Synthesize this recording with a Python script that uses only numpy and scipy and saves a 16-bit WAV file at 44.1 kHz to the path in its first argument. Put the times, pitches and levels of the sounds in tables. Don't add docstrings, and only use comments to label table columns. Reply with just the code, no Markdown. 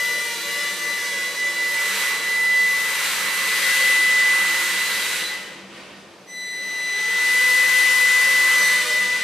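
import sys
import numpy as np
from scipy import signal
from scipy.io import wavfile

SR = 44100
rng = np.random.default_rng(int(sys.argv[2]) if len(sys.argv) > 2 else 0)


def how_loud(loudness_db):
    steps = np.asarray(loudness_db, float) / 20
    return 10 ** steps


def wav_out(sig):
    wavfile.write(sys.argv[1], SR, np.round(np.clip(np.atleast_2d(sig).T, -1, 1) * 32767).astype(np.int16))


N = 407043

# t/s, level/dB, left-right/dB
WHINE_CRESTS = [(0, -21, 3), (.5, -21.5, 3), (.9, -23, 5), (1.1, -27, -2.5), (1.45, -18.5, -1.5),
                (1.8, -21.5, -2), (2.05, -22.5, -4), (2.3, -21, -1.5), (2.6, -16, -1.5), (2.93, -26, 4.5),
                (3.3, -28, -9), (3.65, -21, 7), (3.78, -20.5, 1.5), (3.85, -17.5, 2.5), (4.3, -17, -1),
                (4.71, -26.5, -2.5), (4.82, -23, -1.5), (5.1, -30.5, -2), (5.35, -22.5, 3), (5.7, -35, 9),
                (6.4, -33, 2), (6.68, -29, 2.5), (7.39, -17, 2), (7.8, -15.5, 5.5), (8.68, -17, 1.5),
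                (9.23, -19, 3)]
# t/s, depth/dB, half width/s
WHINE_NODES = [(.389, 16, 0.27), (.768, 15, 0.074), (.985, 1.5, 0.038), (1.342, 19, 0.072),
               (1.541, 10, .05), (1.711, 3, 0.042), (1.961, 9, 0.064), (2.205, 8, .07), (3.128, 9, 0.077),
               (3.612, 9, 0.027), (4.884, 3, .04), (5.183, 17, .03), (5.274, 14, 0.036), (5.393, 5, 0.018),
               (5.458, 15, .02), (7.698, 2, 0.064), (7.927, 2, 0.083), (8.281, 1, 0.079), (8.86, 27, .06),
               (9.074, 4.5, 0.037), (9.2, 10, 0.042)]
# t/s, change/dB, half length/s
SECOND_SWELLS = [(.14, 5, 0.066), (.27, -15, .03), (.4, 3, 0.18), (.85, -7, .08), (.93, 10.5, .04),
                 (1.02, -17, 0.056), (1.57, 0, .1), (1.75, -5, .1), (2.14, 4, 0.084), (4.86, 9, 0.068),
                 (5.02, -2, .05), (5.27, 11, 0.049), (6.28, -15, 0.059), (6.45, 2.5, 0.13), (6.89, 5, 0.12),
                 (8.0, -16, 0.32), (8.45, -8, .1), (8.7, 3, .05), (9.1, -9, .3)]
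THIRD_SWELLS = [(.25, 3, .15), (.9, 5, .06), (1.06, 8, 0.036), (1.59, -7, .06), (2.4, -6, .15),
                (4.8, -11, 0.59), (5.19, 9, 0.069), (6.45, 3.5, 0.4), (7.0, 6.5, .2), (8.05, 3, .3),
                (8.64, 10.5, 0.12)]
# multiple of the whine, level beside the third/dB
UPPER_OVERTONES = [(4, -11), (5, -17), (6, -22), (7, -24)]


def whine():
    level_db, pan_db = in_time(WHINE_CRESTS)
    crossing = np.ones(N)
    for s, depth_db, half_s in WHINE_NODES:
        away = ((np.arange(N) / SR - s) / half_s) ** 2
        crossing *= np.sqrt((away + how_loud(-2 * depth_db)) / (away + 1))

    second_db = -41 + bumps(SECOND_SWELLS)
    third_db = -45 + bumps(THIRD_SWELLS)
    overtone_levels = [(2, second_db), (3, third_db)]
    overtone_levels += [(k, third_db + beside_db) for k, beside_db in UPPER_OVERTONES]

    phase = chopping_phase()
    overtones = 0
    for k, overtone_db in overtone_levels:
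        fading = how_loud(1.5 * np.array([drift(5), drift(5)]))
        wander = .3 * np.array([drift(4), drift(4)])
        overtones = overtones + how_loud(overtone_db) * fading * np.sin(k * phase + wander)

    tone = how_loud(level_db + pan_db / [[2], [-2]]) * crossing * np.sin(phase)
    return np.sqrt(2) * (flights(.12) * tone + flights(.04) * overtones)


# t/s, speed/(m/s), half length/s
RECEDING = [(1.55, .6, .45), (2.9, .2, .4), (9.15, .55, .3)]


def chopping_phase():
    chopping_hz, sound_m_per_s = 1998.5, 343
    heard_hz = chopping_hz * (1 - bumps(RECEDING) / sound_m_per_s)
    return 2 * np.pi * np.cumsum(heard_hz) / SR


# multiple of the whine, lower sideband/dB, upper sideband/dB, rough skirt/dB
SIDEBANDS = [(1, -7.5, -17, -5), (2, -11, -10, -6), (3, -23, -27, -12), (4, -16, -13, -10),
             (5, -22, -18, -17), (6, -24, -26, -21), (7, -28, -30, -23)]
# t/s, change/dB, half length/s
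SIDEBAND_SWELLS = [(.1, -18, 0.27), (.75, 2.5, 0.18), (1.5, -6, 0.23), (1.88, 5, 0.094), (2.45, -4, 0.16),
                   (4.05, -7, .15), (6.5, 0.5, 0.22), (8.05, -5, 0.29), (8.7, 9.5, .1)]


def commutators(turns):
    hover_level_db, follows_rush, least_db, skirt_hz = -37, 0.7, -44, 243
    rush_db, = in_time(RUSH)
    level_db = np.maximum(hover_level_db + follows_rush * (rush_db - HOVER_DB), least_db)
    level_db = level_db + bumps(SIDEBAND_SWELLS)

    shaft = sum(how_loud(1.0 * drift(2.5)) * np.exp(1j * turn) for turn in turns) / 2
    low_pass = signal.butter(2, skirt_hz, fs=SR, output="sos")
    brushes = rms_one(signal.sosfilt(low_pass, rng.standard_normal(N)))

    phase = chopping_phase()
    out = np.zeros(N)
    for k, lower_db, upper_db, skirt_db in SIDEBANDS:
        lines = how_loud(lower_db) * shaft.conj() + how_loud(upper_db) * shaft
        skirt = how_loud(skirt_db) * np.roll(brushes, 997 * k)
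        out += np.real((lines + skirt) * np.exp(1j * k * phase))
    return np.sqrt(2) * how_loud(level_db) * flights(0.16) * out


# f/Hz, level of a harmonic/dB
BLADE_COLOUR = [(500, -3), (1000, -1), (1500, 1), (2500, 1), (4000, -2), (6000, -6), (9000, -12),
                (13000, -20)]
# t/s, change/dB, half length/s
SLOW_PAIR_LOAD = [(.15, 1.5, 0.27), (.85, -5.5, 0.29), (1.45, -3.5, 0.12), (3.7, -9, .15), (4.3, -1, 0.14),
                  (7.0, -2, 0.27), (8.1, 3, 0.99)]
FAST_PAIR_LOAD = [(.65, 5, .12), (1.1, 3.5, 0.081), (2.45, -4, 0.13), (3.7, 6.5, 0.16), (5.2, -3, .15),
                  (7.1, -9, 0.29), (8.0, 2, 0.41), (8.85, 6, .17), (9.23, -7, 0.095)]


def blades(rates, turns):
    hover_gains_db = (-44.5, -48, -44.5, -54)
    hover_hz, db_per_octave = 480, 24
    flutter_db, smear_rad = 3.5, .95
    slow_db, fast_db = bumps(SLOW_PAIR_LOAD), bumps(FAST_PAIR_LOAD)
    loads_db = (slow_db, slow_db, fast_db, fast_db)

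    out = np.zeros(N)
    for hz, turn, hover_gain_db, load_db in zip(rates, turns, hover_gains_db, loads_db):
        stack = 0
        for k in range(1, 19):
            strength = how_loud(at_hz(BLADE_COLOUR, k * hz.mean()) + flutter_db * drift(14))
            phase = 2 * k * turn + rng.uniform(0, 2 * np.pi) + smear_rad * drift(10)
            stack = stack + strength * np.sin(phase)
        slower_db = db_per_octave * np.minimum(np.log2(hz / hover_hz), 0)
        out += how_loud(hover_gain_db + load_db + slower_db) * stack
    return flights(.1) * out


# t/s, then usually slowest f/Hz, middle f/Hz, fastest f/Hz
ROTORS = [(0, 467.5, 488, 587), (.3, 467, 487, 588), (.45, 464.4, 488, 570), (.65, 464.4, 485, 587.2),
          (.95, 466.8, 476, 584.6), (1.25, 493.7, 490, 549.3), (1.45, 477, 494, 575.5),
          (1.9, 447.5, 480, 565.6), (2.45, 455, 468, 557.4), (2.8, 448, 458, 552.4),
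          (3.45, 448, 473, 540.2), (4.05, 433, 514, 548.7), (4.3, 434.5, 492, 547.5),
          (4.65, 472.4, 485, 543), (5.2, 421.2, 481, 539.5), (5.7, 443, 502, 532), (6.25, 208, 209, 223),
          (6.55, 224.6, 230, 241.7), (6.65, 291, 296, 308), (6.85, 311, 330, 346), (7.0, 427.3, 445, 451),
          (7.45, 486.3, 506, 518), (7.7, 505.6, 519, 539.5), (7.95, 489, 506, 523),
          (8.3, 512.7, 528, 546.5), (8.5, 513, 529, 582), (8.85, 489.6, 521, 609.6),
          (9.23, 488.8, 519, 600.5)]


def blade_rates():
    wobble, lag = .004, .03
    slow_hz, middle_hz, fast_hz = in_time(ROTORS)
    fourth_hz = fast_hz * (1 - lag * np.abs(drift(.8)))
    return [hz * (1 + wobble * drift(8)) for hz in (slow_hz, middle_hz, fast_hz, fourth_hz)]


HOVER_DB = -28.5
# t/s, level/dB
RUSH = [(0, -34.5), (1.62, -36.5), (2.0, -27.5), (2.21, -34), (2.6, -36), (2.85, -32.5), (3.06, -28),
        (3.32, -29.5), (3.75, -25), (4.11, -27), (4.83, -29), (5.17, -27.5), (5.66, -48.5), (5.78, -41.5),
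        (6.2, -55.5), (6.35, -54.5), (6.68, -42), (7.3, -28.5), (8.46, -27.5), (9.13, -32.5), (9.23, -30.5)]
# f/Hz, relative density/dB
RUSH_COLOUR = [(150, -31), (400, -9.5), (520, -7.5), (700, -14.5), (1050, -2), (1280, -4.5), (1730, -3.5),
               (2400, 1), (4000, -3.5), (5580, -8), (8310, -5), (12400, -10.5), (15500, -11.5)]
# t/s, change/dB, half length/s
WASHES = [(0, -15, 0.43), (1.55, 2, .15), (2.1, 7.5, 0.29), (2.9, 8, 0.19), (3.3, 9, .25), (4.45, 8.5, .2),
          (4.83, 5, .15), (5.62, 4.5, 0.18), (6.15, 8, 0.21), (7.9, 2.5, 0.41), (8.6, 8, 0.24),
          (9.23, -1, 0.097)]
# t/s, change at 9 kHz/dB (double at 15 kHz), half length/s
TREBLE_SWELLS = [(0, 1.5, 1), (1.45, -1, 0.091), (1.7, 1.5, 0.11), (2.75, 2, 0.28), (4.15, -2.5, 0.26),
                 (4.83, 0, 0.095), (5.8, -11.5, 0.46), (6.38, 5, .08), (6.95, -3.5, .4), (9.23, -4.5, 0.26)]
# f/Hz, width/Hz, level beside the rush table/dB
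FRAME = [(1850, 35, -9), (1466, 125, -12.5), (1562, 55, -17.5), (3680, 94, -24), (4676, 110, -16.5)]


def downwash():
    rush_db, = in_time(RUSH)
    roar_db = 0.74 * (HOVER_DB - rush_db)
    wash_db = -3.5 + bumps(WASHES)
    treble_db = bumps(TREBLE_SWELLS)
    anchors = np.log([700, 1300, 3000, 9000, 15000])

    def density(hz):
        roar = np.interp(np.log(hz), anchors, [1, 0, 0, 0, 0])
        wash = np.interp(np.log(hz), anchors, [0, 1, 0, 0, 0])
        treble = np.interp(np.log(hz), anchors, [0, 0, 0, 1, 2])
        return at_hz(RUSH_COLOUR, hz) + roar * roar_db + wash * wash_db + treble * treble_db

    rush = how_loud(10.5) * banded_noise(density, patchy_db=0.72)
    return how_loud(rush_db + 0.23 * drift(23.0)) * (rush + resonances(FRAME))


def flights(attack_s):
    fade_from_s, fade_db_per_s, fade_cut_s, motors_on_s = 5.233, 52, 5.72, 6.262
    t = np.arange(N) / SR
    fade = how_loud(-fade_db_per_s * np.maximum(t - fade_from_s, 0))
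    first = fade * np.clip((fade_cut_s - t) / .05, 0, 1)
    second = np.clip((t - motors_on_s) / attack_s, 0, 1)
    return first + second


def hallway(x):
    t60_s, onset_s = 1, 0.0088
    t = np.arange(SR) / SR
    tail = rng.standard_normal((2, SR)) * how_loud(-60 * t / t60_s) * np.minimum(t / onset_s, 1)
    tail = tail / np.sqrt(np.sum(tail ** 2) / 2)
    return signal.fftconvolve(x[None], tail, axes=1)[:, :N]


# f/Hz, relative density/dB
HUM_COLOUR = [(25, -36), (50, -23), (100, -19.5), (180, -7.5), (250, -10), (340, -16), (540, -11),
              (800, -17.5), (1500, -20), (6000, -23.5), (11000, -55), (15000, -70)]
# f/Hz, width/Hz, level at the start/dB
HUM_PEAKS = [(93, 10, -71), (194, 14, -56), (290, 10, -64), (339, 6, -56)]
# t/s, level/dB
HUM_LEVEL = [(0, -50), (5.4, -48), (5.9, -47.5), (6.4, -53.5), (7.2, -50.5), (9.23, -47)]


def building_hum():
    level_db, = in_time(HUM_LEVEL)
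    broad = rms_one(banded_noise(lambda hz: at_hz(HUM_COLOUR, hz), patchy_db=1.0))
    drones = how_loud(level_db - HUM_LEVEL[0][1]) * resonances(HUM_PEAKS)
    return how_loud(level_db) * broad + drones


# f/Hz, left-right correlation
LIKENESS = [(40, .5), (130, 1), (290, 0.9), (640, 0.85), (1410, 0.76), (3100, 0.81), (6820, 0.32),
            (15000, 0.34)]


def spread(pair, hz):
    alike = np.clip(at_hz(LIKENESS, hz), 0, 1)
    mid = np.sqrt((1 + alike) / 2) * pair[0]
    side = np.sqrt((1 - alike) / 2) * pair[1]
    return mid + side * [[1], [-1]]


def banded_noise(level_db, patchy_db):
    out = 0
    edges = 25 * 2 ** np.arange(0, 9.5, 1 / 3)
    white = rng.standard_normal((2, 2, N))
    for k, (low, high) in enumerate(zip(edges, edges[1:])):
        band_pass = signal.butter(2, [low, high], "band", fs=SR, output="sos")
        band = signal.sosfilt(band_pass, white[k % 2])
        hz = np.sqrt(low * high)
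        out = out + how_loud(level_db(hz) + patchy_db * drift(5.3)) * spread(band, hz)
    return out


def resonances(peaks):
    out = 0
    for hz, width_hz, level_db in peaks:
        r = np.exp(-np.pi * width_hz / SR)
        poles = [1, -2 * r * np.cos(2 * np.pi * hz / SR), r * r]
        once = signal.lfilter([1, 0, -1], poles, rng.standard_normal((2, N)))
        line = signal.lfilter([1, 0, -1], poles, once)
        out = out + how_loud(level_db) * spread(rms_one(line), hz)
    return out


def drift(rate_hz):
    coarse = 40
    r = np.exp(-2 * np.pi * coarse * rate_hz / SR)
    noise = rng.standard_normal(N // coarse + 2002)
    slow = signal.lfilter([1], [1, -2 * r, r * r], noise)[2000:]
    return np.interp(np.arange(N) / coarse, np.arange(len(slow)), rms_one(slow))


def bumps(rows):
    t = np.arange(0, N + 64, 64) / SR
    total = sum(height * np.exp(-((t - s) / half_s) ** 2) for s, height, half_s in rows)
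    return np.interp(np.arange(N) / SR, t, total)


def in_time(rows):
    s, *columns = np.transpose(rows)
    return [np.interp(np.arange(N) / SR, s, column) for column in columns]


def at_hz(points, hz):
    table_hz, values = np.transpose(points)
    return np.interp(np.log(hz), np.log(table_hz), values)


def rms_one(x):
    return x / np.sqrt(np.mean(x ** 2) + 1e-20)


def scene():
    rates = blade_rates()
    turns = [np.pi * np.cumsum(hz) / SR for hz in rates]
    spinning = blades(rates, turns) + commutators(turns)
    echo = how_loud(-8) * hallway(spinning)
    return whine() + spinning + echo + downwash() + building_hum()


def top_cut(x):
    return signal.sosfilt(signal.butter(12, 15670, fs=SR, output="sos"), x)


def record(dry):
    low_pass = signal.cheby2(10, 60, 15900, fs=SR, output="sos")
    mix = signal.sosfilt(low_pass, dry)
    return top_cut(mix)


dry = scene()
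out = record(dry)
wav_out(out)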